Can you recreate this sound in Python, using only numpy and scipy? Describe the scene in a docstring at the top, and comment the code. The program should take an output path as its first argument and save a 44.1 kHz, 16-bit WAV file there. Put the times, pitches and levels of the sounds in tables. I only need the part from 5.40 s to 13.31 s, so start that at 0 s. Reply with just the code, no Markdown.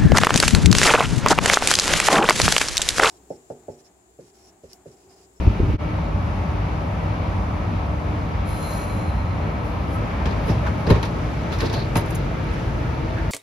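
"""Air-conditioning plant rumbles and hums on a sheet-metal roof, heard from a hand-held microphone.
Wind buffets it and air rasps in cabinet fins until 0.38 s, where the level dips briefly.
From 3 s nitrogen hisses through a gauge manifold, sings in its fittings and dies away.
From 4.9 s someone takes a few booming, gritty steps over the roof to the gas cylinder,
jolts it at 6.6 s and handles its valve."""
import sys
import numpy as np
from scipy import signal
from scipy.fft import rfft, irfft, next_fast_len
from scipy.io import wavfile
from scipy.ndimage import uniform_filter1d, map_coordinates

SR = 44100
rng = np.random.default_rng(int(sys.argv[2]) if len(sys.argv) > 2 else 0)


def pcm_store(signal):
    """Save signal as 16-bit PCM."""
    levels = np.round(np.clip(np.atleast_2d(signal), -1, 1) * 32767)
    wavfile.write(sys.argv[1], SR, levels.astype(np.int16).T)


N = 348831
N_FFT = next_fast_len(N)
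T = np.arange(N) / SR
F = np.maximum(np.fft.rfftfreq(N_FFT, 1 / SR), 1)
SIDE = np.array([[1], [-1]])  # left, right
DIP_S = 0.377

# Heel and sole contacts. Each row: time in s, weight in dB, grit in dB, rise in s.
STEPS = [(4.857, -20, -31, 0.0016), (5.095, -11, -35, 0.021), (5.471, -14.5, -36, 0.002),
         (5.504, -4.5, -26.5, 0.0076), (5.558, -19, -37, 0.013), (5.629, -26, -28.5, .0015),
         (6.124, -36, -31.5, .005), (6.206, -19.5, -27.5, 0.0068), (6.241, -19, -44, .013),
         (6.334, -23, -31.5, 0.0055), (6.557, -11.5, -24.5, 0.002)]


def amp(db):
    """Decibels to gain."""
    return np.exp(np.asarray(db) * (np.log(10) / 20))


def colour(rows, column=1):
    """Gain over F from one dB column of a spectrum table."""
    table = np.transpose(rows)
    return amp(np.interp(np.log(F), np.log(table[0]), table[column]))


def resonance(hz, width_hz):
    """Squared resonance curve over F, 1 at its centre."""
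    return 1 / (1 + ((F / hz - hz / F) * (hz / width_hz)) ** 2)


def lift(rows):
    """Gain of resonances standing out from a broad sound."""
    return 1 + sum((amp(lift_db) - 1) * resonance(hz, width_hz) for hz, width_hz, lift_db in rows)


def unit(x):
    """Scale to rms 1."""
    return x / np.sqrt(np.mean(np.abs(x) ** 2))


def white():
    """Spectrum of white noise."""
    return rfft(rng.standard_normal(N_FFT))


def wave(spectrum):
    """Spectrum to sound."""
    return irfft(spectrum, N_FFT)[..., :N]


def pair(side_gain):
    """White noise spectra at two microphone ports that hear nearly the same treble."""
    # Each row: frequency in Hz, extra gain of the unshared part in dB.
    port_width = [(4500, 1), (6000, 2.5), (7500, -44)]
    side = side_gain * colour(port_width)
    return (white() + SIDE * side * white()) / np.sqrt(1 + side ** 2)


def noise(gain, side_db):
    """Coloured stereo noise, rms 1."""
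    return unit(wave(pair(amp(side_db)) * gain))


def drift(rate_hz):
    """Random levels, held and smoothed twice; spread near 1."""
    hold = max(int(SR / rate_hz), 1)
    held = np.repeat(rng.standard_normal(N // hold + 1), hold)[:N]
    return 1.3 * uniform_filter1d(uniform_filter1d(held, hold), hold)


def swell(peak_s, rise_s, t60_s):
    """Envelope: exponential rise to 1 at peak_s, then exponential fall."""
    start, end = np.searchsorted(T, [peak_s - 10 * rise_s, peak_s + 2 * t60_s])
    t, out = T[start:end] - peak_s, np.zeros(N)
    out[start:end] = np.exp(np.minimum(t / rise_s, -t * np.log(1000) / t60_s))
    return out


def add(track, start_s, sound):
    """Mix a short sound into a track."""
    part = track[..., int(start_s * SR):][..., :sound.shape[-1]]
    part += sound[..., :part.shape[-1]]


def strike(modes, scatter_db=2):
    """Stereo ring of a struck body, peak 1; each blow stirs the modes differently."""
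    age, ring = T[:SR // 4], 0
    for hz, db, t60_s in modes:
        envelope = amp(db + scatter_db * rng.standard_normal((2, 1)) - 60 * age / t60_s)
        ring = ring + envelope * np.sin(2 * np.pi * hz * age) * rng.choice([-1, 1])
    return ring / np.abs(ring).max()


def route(leave_s=4.24, arrive_s=6.8):
    """Microphone place (0 gauges, 1 cylinder), with the roar and fan-rush gains in dB there."""
    # The roar is louder in the open. Each row: time in s, gain in dB.
    exposure = [(1.5, 0), (4.3, 0), (4.7, 2), (6.8, 1.5), (7.9, 1.2)]
    place = np.clip((T - leave_s) / (arrive_s - leave_s), 0, 1)
    roar_db = np.interp(T, *np.transpose(exposure))
    rush_db = 1 - 3 * place
    beside_cabinet = [[.18], [1.5], [-3]]  # shielded from the rush
    return np.where(T < DIP_S, beside_cabinet, [place, roar_db, rush_db])


def wall_echo(x, place, gauges_s=.0052, cylinder_s=.0043, echo_db=-20):
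    """The cabinet wall returns the roar; the comb shifts as the microphone moves."""
    delayed_s = T - gauges_s - place * (cylinder_s - gauges_s)
    return x + amp(echo_db) * np.array([np.interp(delayed_s, T, channel) for channel in x])


def fan_roar(place, roar_db, rush_db, gain_db=-24, flicker_db=.87, throb_db=1.1, throb_top_hz=150):
    """Turbulent air from fans and compressors; each octave flickers on its own and the bass throbs."""
    # Each row: frequency in Hz, relative density in dB at the gauges, the same at the cylinder.
    spectra = [(27, -38, -24), (38, -48, -17), (52.2, 0.5, -2), (104.3, 2, -1.5), (132.7, -10.5, -4),
               (183, -8, -12.5), (366, -18.5, -13.5), (610, -18.5, -18.5), (1096, -19.5, -21),
               (1487, -27, -23.5), (2640, -33, -31.5), (3080, -37, -35.5), (7070, -50.5, -48),
               (8100, -55.5, -53.5), (11250, -58.5, -57.5), (14900, -73, -71)]
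    # Casing and duct resonances. Each row: centre in Hz, width in Hz, lift in dB.
    casing = [(156.7, 16.7, 6), (590, 75, 2), (870, 44, 2.5), (1296, 36, 6.5), (2290, 260, 3)]
    # Each row: frequency in Hz, side gain in dB ahead of the ports.
    width = [(60, -18), (110, -20.5), (200, -13.5), (380, -3), (700, -6), (1290, 1), (2380, -4), (4400, -4)]
    # Each row: frequency in Hz, left minus right in dB.
    balance = [(100, 0.1), (200, 1), (380, 2.5), (700, 5), (1290, 1), (2380, -0.5), (4400, 1.5),
               (8000, 2.5)]
    at_gauges, at_cylinder = colour(spectra, 1), colour(spectra, 2)
    air = pair(colour(width)) * colour(balance) ** (SIDE / 2) * lift(casing)
    air = air / np.sqrt(np.mean(at_gauges ** 2))
    out, bass_db = 0, throb_db * drift(7)
    for octave in range(-5, 5):
        centre_hz = 1000 * 2. ** octave
        band = air * np.maximum(1 - np.abs(np.log2(F / centre_hz)), 0)
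        sound = (1 - place) * wave(band * at_gauges) + place * wave(band * at_cylinder)
        waver_db = flicker_db * drift(9) + bass_db * (centre_hz < throb_top_hz)
        rush_share = np.exp(-octave ** 2 / 2)  # around 1 kHz
        out = out + sound * amp(waver_db + rush_db * rush_share)
    return wall_echo(out, place) * amp(gain_db + roar_db)


def tone(hz, waver_hz, fade_db=2, roughness=.3):
    """Wavering machine tone, rms 1; higher tones differ more in phase between the ports."""
    phase = 2 * np.pi * np.cumsum(hz + waver_hz * drift(14)) / SR
    apart_rad = SIDE * min(hz / 1500, 1) * (.75 + .2 * drift(1.5))
    return unit(np.sin(phase + apart_rad) * amp(fade_db * drift(5)) * (1 + roughness * drift(30)))


def motor_hum(place, whine_hz=1296):
    """Shaft and blade tones; different units stand out along the route."""
    # Each row: pitch in Hz, level in dB at the gauges, the same at the cylinder, waver in Hz.
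    machines = [(48.4, -35, -33, .6), (98, -44, -46, 2.5), (301, -41, -50, 3.4), (323, -58, -38.5, 1.5),
                (484.5, -53, -49.5, 1), (533, -54, -52, 2), (592, -51, -53, 3), (641, -55, -45.5, 2.5),
                (905.3, -50.5, -45, 1.8), (1296, -53, -56, 5), (2280, -55.5, -61, 18), (2822, -67, -66, 3)]
    hum = sum(tone(hz, waver_hz) * amp(gauges_db + place * (cylinder_db - gauges_db))
              for hz, gauges_db, cylinder_db, waver_hz in machines)
    # A blade tone flares as the microphone turns, then lingers with its lower octave.
    flare = amp(-33) * swell(4.57, rise_s=.025, t60_s=.55)
    linger = amp(-45) * swell(5.0, rise_s=.3, t60_s=3)
    whine = tone(whine_hz, waver_hz=3.44) * np.maximum(flare, linger)
    lower_octave = tone(whine_hz / 2, waver_hz=3) * amp(1) * linger
    return hum + whine + lower_octave


def fin_rasp(level_db=-49.5, grain_db=4):
    """Air rasps through the cabinet fins until DIP_S."""
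    air = noise(resonance(2540, width_hz=630), side_db=-5)
    return air * unit(amp(grain_db * drift(120))) * amp(level_db) * (T < DIP_S)


def wind():
    """Eddies thump on the microphone until DIP_S; gusts set their size."""
    # Each row: frequency in Hz, relative density in dB.
    spectrum = [(20, -24), (40, 1), (70, 8), (110, -1), (230, -13), (320, -11), (420, -17), (800, -42),
                (2000, -82)]
    # Each row: time in s, level in dB.
    gusts = [(.012, -17), (.074, -7), (.203, -11), (0.233, -15), (.268, -18), (.298, -12), (.342, -11.5)]
    eddies = noise(colour(spectrum), side_db=-15)
    running_rms = np.sqrt(uniform_filter1d(np.mean(eddies ** 2, axis=0), size=1500))
    envelope = np.max([amp(db) * swell(s, rise_s=.011, t60_s=.13) for s, db in gusts], axis=0)
    return eddies / running_rms * envelope * (T < DIP_S)


def nitrogen(open_s=3.04, opening_s=.05, peak_s=3.335, hiss_db=-46, sing_db=-44, sag_per_s=.004):
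    """Gas jets through the valve seat and rings the fittings, dying as the pressures level out."""
    # Each row: frequency in Hz, relative density in dB.
    jet_spectrum = [(2500, -16), (4000, 3), (6800, -2), (9400, 2), (10300, 6), (11000, -6), (12000, -6),
                    (13600, -5), (15500, -8)]
    # Resonances. Each row: centre in Hz, width in Hz, relative gain in dB.
    fittings = [(3998, 24, -2.5), (4130, 20, -5), (4180, 26, 1.5), (5625, 20, -11), (6308, 20, -11),
                (6620, 110, -14), (6968, 24, -3), (8970, 30, -14), (9860, 40, -15), (10130, 30, -12),
                (10400, 60, -13), (10610, 80, -15), (10920, 200, -8.5), (11300, 34, -12), (11620, 45, -13),
                (12190, 32, -14)]
    hiss_db_per_s, sing_db_per_s, fade_db_per_s = 13, 20, -44
    valve = np.clip((T - open_s) / opening_s, 0, 1)
    since_peak_s = T - peak_s
    fade_db = fade_db_per_s * since_peak_s
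    flow_db = np.minimum(hiss_db_per_s * since_peak_s, fade_db)
    jet = noise(colour(jet_spectrum), side_db=-7)
    hiss = jet * amp(hiss_db + flow_db + drift(37))
    gas, song = white(), 0
    rings = [wave(gas * amp(db) * resonance(hz, width_hz)) for hz, width_hz, db in fittings]
    for ring, (hz, _, _) in zip(rings, fittings):
        follow = (hz / 11000) ** .68  # high resonances need a fast jet; low ones come late and linger
        ring_db = np.minimum(sing_db_per_s * since_peak_s / follow, fade_db * follow)
        song = song + ring * amp(ring_db)
    sagged_s = T - sag_per_s * since_peak_s ** 2 / 2  # pitch falls as the expanding gas cools
    song = map_coordinates(song, [sagged_s * SR]) / np.std(sum(rings))
    return valve * (hiss + song * amp(sing_db))


def handling(grain_db=2, crack_db=-9):
    """Glove and hose rub; brass couplings and the valve tick with a crack and a short ring."""
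    # Rubs and cracks. Each row: frequency in Hz, relative density in dB.
    spectrum = [(2000, -14), (4500, -6), (6800, -3), (8200, -2), (9600, 0), (10800, 4), (12300, -2),
                (13500, -11), (15300, -12)]
    # Each row: time in s, level in dB, rise in s, t60 in s.
    rubs = [(4.26, -59, .03, 0.71), (4.545, -51.5, 0.037, 0.2), (5.09, -50, 0.037, .25),
            (5.41, -60, .04, .3), (5.507, -47, .012, .14), (5.655, -52, .012, .12), (6.126, -52, .004, .3),
            (6.208, -48, .006, .17), (6.257, -57, .006, .12), (6.33, -47, .002, 0.16),
            (6.395, -57, .02, .15), (6.572, -34, 0.0071, 0.125), (6.71, -50, 0.03, 0.25),
            (6.757, -44, .003, .11)]
    # Each row: time in s, peak of the ring in dB.
    ticks = [(5.503, -34), (5.629, -35), (6.186, -42), (6.556, -25), (6.569, -26), (6.661, -42),
             (6.706, -35), (6.749, -29), (6.755, -29), (7.04, -46), (7.137, -41)]
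    # Each row: frequency in Hz, relative level in dB, t60 in s.
    brass_modes = [(6200, -9, .04), (6720, -5, 0.045), (9700, 1, 0.031), (10500, -4, .02),
                   (12300, -5, 0.014), (15290, 0, .008)]
    bright = noise(colour(spectrum), side_db=-12)
    rubbing = sum(amp(db) * swell(s, rise_s, t60_s) for s, db, rise_s, t60_s in rubs)
    out = rubbing * bright * unit(amp(grain_db * drift(700)))
    for s, db in ticks:
        out += amp(db + crack_db) * swell(s, rise_s=.0003, t60_s=.018) * bright
        add(out, s, amp(db) * strike(brass_modes))
    return out


def scrapes(slip_db=2.5):
    """Rubber soles, then the glove, stick and slip on metal; each contact squeaks in its own band."""
    # Each row: time in s, level in dB, centre in Hz, width in Hz.
    contacts = [(4.91, -43, 3950, 1800), (5.105, -43, 5370, 900), (5.27, -27, 1170, 1100),
                (5.511, -18, 400, 220), (6.142, -40.5, 4000, 2200), (6.24, -23.5, 360, 300),
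                (6.265, -37.5, 4140, 1700), (6.305, -29, 417, 400), (6.355, -37.5, 4040, 1000),
                (6.375, -27, 500, 550), (6.398, -35.5, 4270, 750), (6.43, -51, 4380, 700),
                (7.785, -32, 1650, 750)]
    friction, out = pair(amp(-6)), 0
    slips = unit(amp(slip_db * drift(300)))
    for s, db, hz, width_hz in contacts:
        squeak = unit(wave(friction * resonance(hz, width_hz)))
        out = out + amp(db) * swell(s, rise_s=.019, t60_s=.18) * squeak
    return slips * out


def clicks():
    """Stones and fittings click dryly during the walk, each in its own band."""
    # Each row: time in s, level in dB, centre in Hz.
    hits = [(4.858, -36.5, 4000), (5.102, -41, 5300), (5.469, -36, 4200), (5.504, -30, 3800),
            (5.63, -35, 4330), (5.655, -40, 4600), (6.188, -40, 5000), (6.207, -30.5, 4030),
            (6.257, -36, 4300), (6.299, -37, 4000), (6.329, -37, 4700), (6.341, -37, 4100)]
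    crack, out = pair(amp(-6.5)), 0
    for s, db, hz in hits:
        band = unit(wave(crack * resonance(hz, width_hz=2300)))
        out = out + amp(db) * swell(s, rise_s=.0022, t60_s=.07) * band
    return out


def cylinder_clunks():
    """The jolted steel cylinder clunks and rocks to rest."""
    # Each row: start in s, peak in dB.
    jolts = [(6.556, -11), (6.568, -14), (6.578, -19), (6.614, -21), (6.651, -24)]
    # Cylinder, guard and roof under it. Each row: frequency in Hz, relative level in dB, t60 in s.
    modes = [(92, 12, .14), (254, 7, .22), (343, 5, 0.15), (617, 3, .14), (726, 2.5, 0.25), (922, 0, 0.14),
             (1220, -1, 0.096), (1656, -7, 0.089), (2020, -1, 0.086), (2305, -7, .12), (2611, -11, 0.084),
             (2800, -13, .09), (5100, -6, 0.06)]
    out = np.zeros((2, N))
    for s, db in jolts:
        add(out, s, amp(db) * strike(modes))
    return out


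def sheet_knocks(knock_db=-3, cushion_db=1):
    """A hard heel knocks the sheet against its fixings; a slower contact knocks less."""
    # Each row: frequency in Hz, relative level in dB, t60 in s.
    clank_modes = [(393, 9, 0.12), (452, 6.5, .12), (555, 1, 0.1), (850, -4, .1), (920, 3, 0.12),
                   (1110, -6, 0.061), (1400, -9, 0.05), (1795, -5, 0.1), (2180, -7, 0.043),
                   (2650, -17, 0.043), (5030, -16, 0.036)]
    out = np.zeros((2, N))
    for s, weight_db, _, rise_s in STEPS:
        softness = np.log2(max(rise_s / .001, 1))  # doublings above 1 ms
        add(out, s, amp(weight_db + knock_db - cushion_db * softness) * strike(clank_modes))
    return out


def footsteps(rattle_db=-14.5, tail_db=-15, grit_db_per_octave=-2, push_s=.004):
    """Each footfall booms the roof sheet, rattles its laps and crushes grit under the sole."""
    # Each row: frequency in Hz, relative level in dB, t60 in s.
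    sheet_modes = [(61.3, -12.5, 0.7), (93, -3, 0.14), (110, -3, 0.22), (163.7, -0.5, 0.1), (239, -6, 0.08),
                   (324, -8.5, 0.07), (478, -20, 0.11)]
    # Hollow ring of ribs and laps. Each row: centre in Hz, width in Hz, lift in dB.
    ribs = [(385, 70, 9.5), (590, 56, 8), (910, 100, 16), (1070, 85, 14.5), (1880, 65, 4.5), (2480, 190, 1),
            (3950, 300, 5), (4870, 120, 5)]
    # Each row of both: frequency in Hz, relative density in dB.
    rattle_spectrum = [(120, 10.5), (300, -5), (450, 4), (900, -10.5), (1500, -10.5), (2500, -23.5),
                       (5000, -63)]
    grit_spectrum = [(600, -17.5), (1500, 4), (2500, 3.5), (4200, -1.5), (5600, -6.5), (7000, -8.5),
                     (8200, -17), (10500, -21), (13000, -32), (15500, -38)]
    rattle = noise(colour(rattle_spectrum) * lift(ribs), side_db=-6.5)
    tilt = amp(grit_db_per_octave * np.log2(F))
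    grit = noise(colour(grit_spectrum) * lift(ribs) * tilt, side_db=-2.5)
    grains = unit(amp(drift(500)))
    age = T[:SR]
    # Neighbouring modes swing in opposite directions under the foot.
    ring = sum((-1) ** k * amp(db - 60 * age / t60_s) * np.sin(2 * np.pi * hz * age)
               for k, (hz, db, t60_s) in enumerate(sheet_modes))
    ring *= 1 - np.exp(-age / push_s)  # a soft sole loads the sheet gradually
    ring /= np.abs(ring).max()
    boom, shudder, crunch = np.zeros(N), 0, 0
    for s, weight_db, grit_db, rise_s in STEPS:
        add(boom, s, amp(weight_db) * ring)
        contact = swell(s, rise_s, t60_s=.25)
        tail = amp(tail_db) * swell(s, rise_s, t60_s=.33)  # the shudder spreads along the sheet
        shudder = shudder + amp(rattle_db + weight_db) * (contact + tail)
        crunch = crunch + amp(grit_db) * swell(s, rise_s, t60_s=.21)
    return boom + shudder * rattle + crunch * grains * grit


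def scene():
    """The plant all round, with wind, gas, steps and handling in front."""
    place, roar_db, rush_db = route()
    background = fan_roar(place, roar_db, rush_db) + motor_hum(place) + fin_rasp() + wind()
    return (background + nitrogen() + footsteps() + sheet_knocks() + clicks()
            + cylinder_clunks() + scrapes() + handling())


def record(dry, in_phase_hz=4800, half_turn_hz=3450, ceiling=.92, dip_db=-30, top_hz=15800):
    """The channels turn out of phase in the treble; peaks round off, the level dips briefly; low-pass."""
    apart_rad = np.pi * np.maximum(F - in_phase_hz, 0) / half_turn_hz
    turned = wave(rfft(dry, N_FFT) * np.exp(-.5j * apart_rad * SIDE))
    rounded = turned / (1 + (turned / ceiling) ** 8) ** (1 / 8)
    dip = amp(dip_db * np.exp(-np.abs(T - DIP_S) / .011))
    low_pass = signal.ellip(8, .2, 80, top_hz, fs=SR, output="sos")
    return signal.sosfilt(low_pass, rounded * dip)


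dry = scene()
out = record(dry)
pcm_store(out)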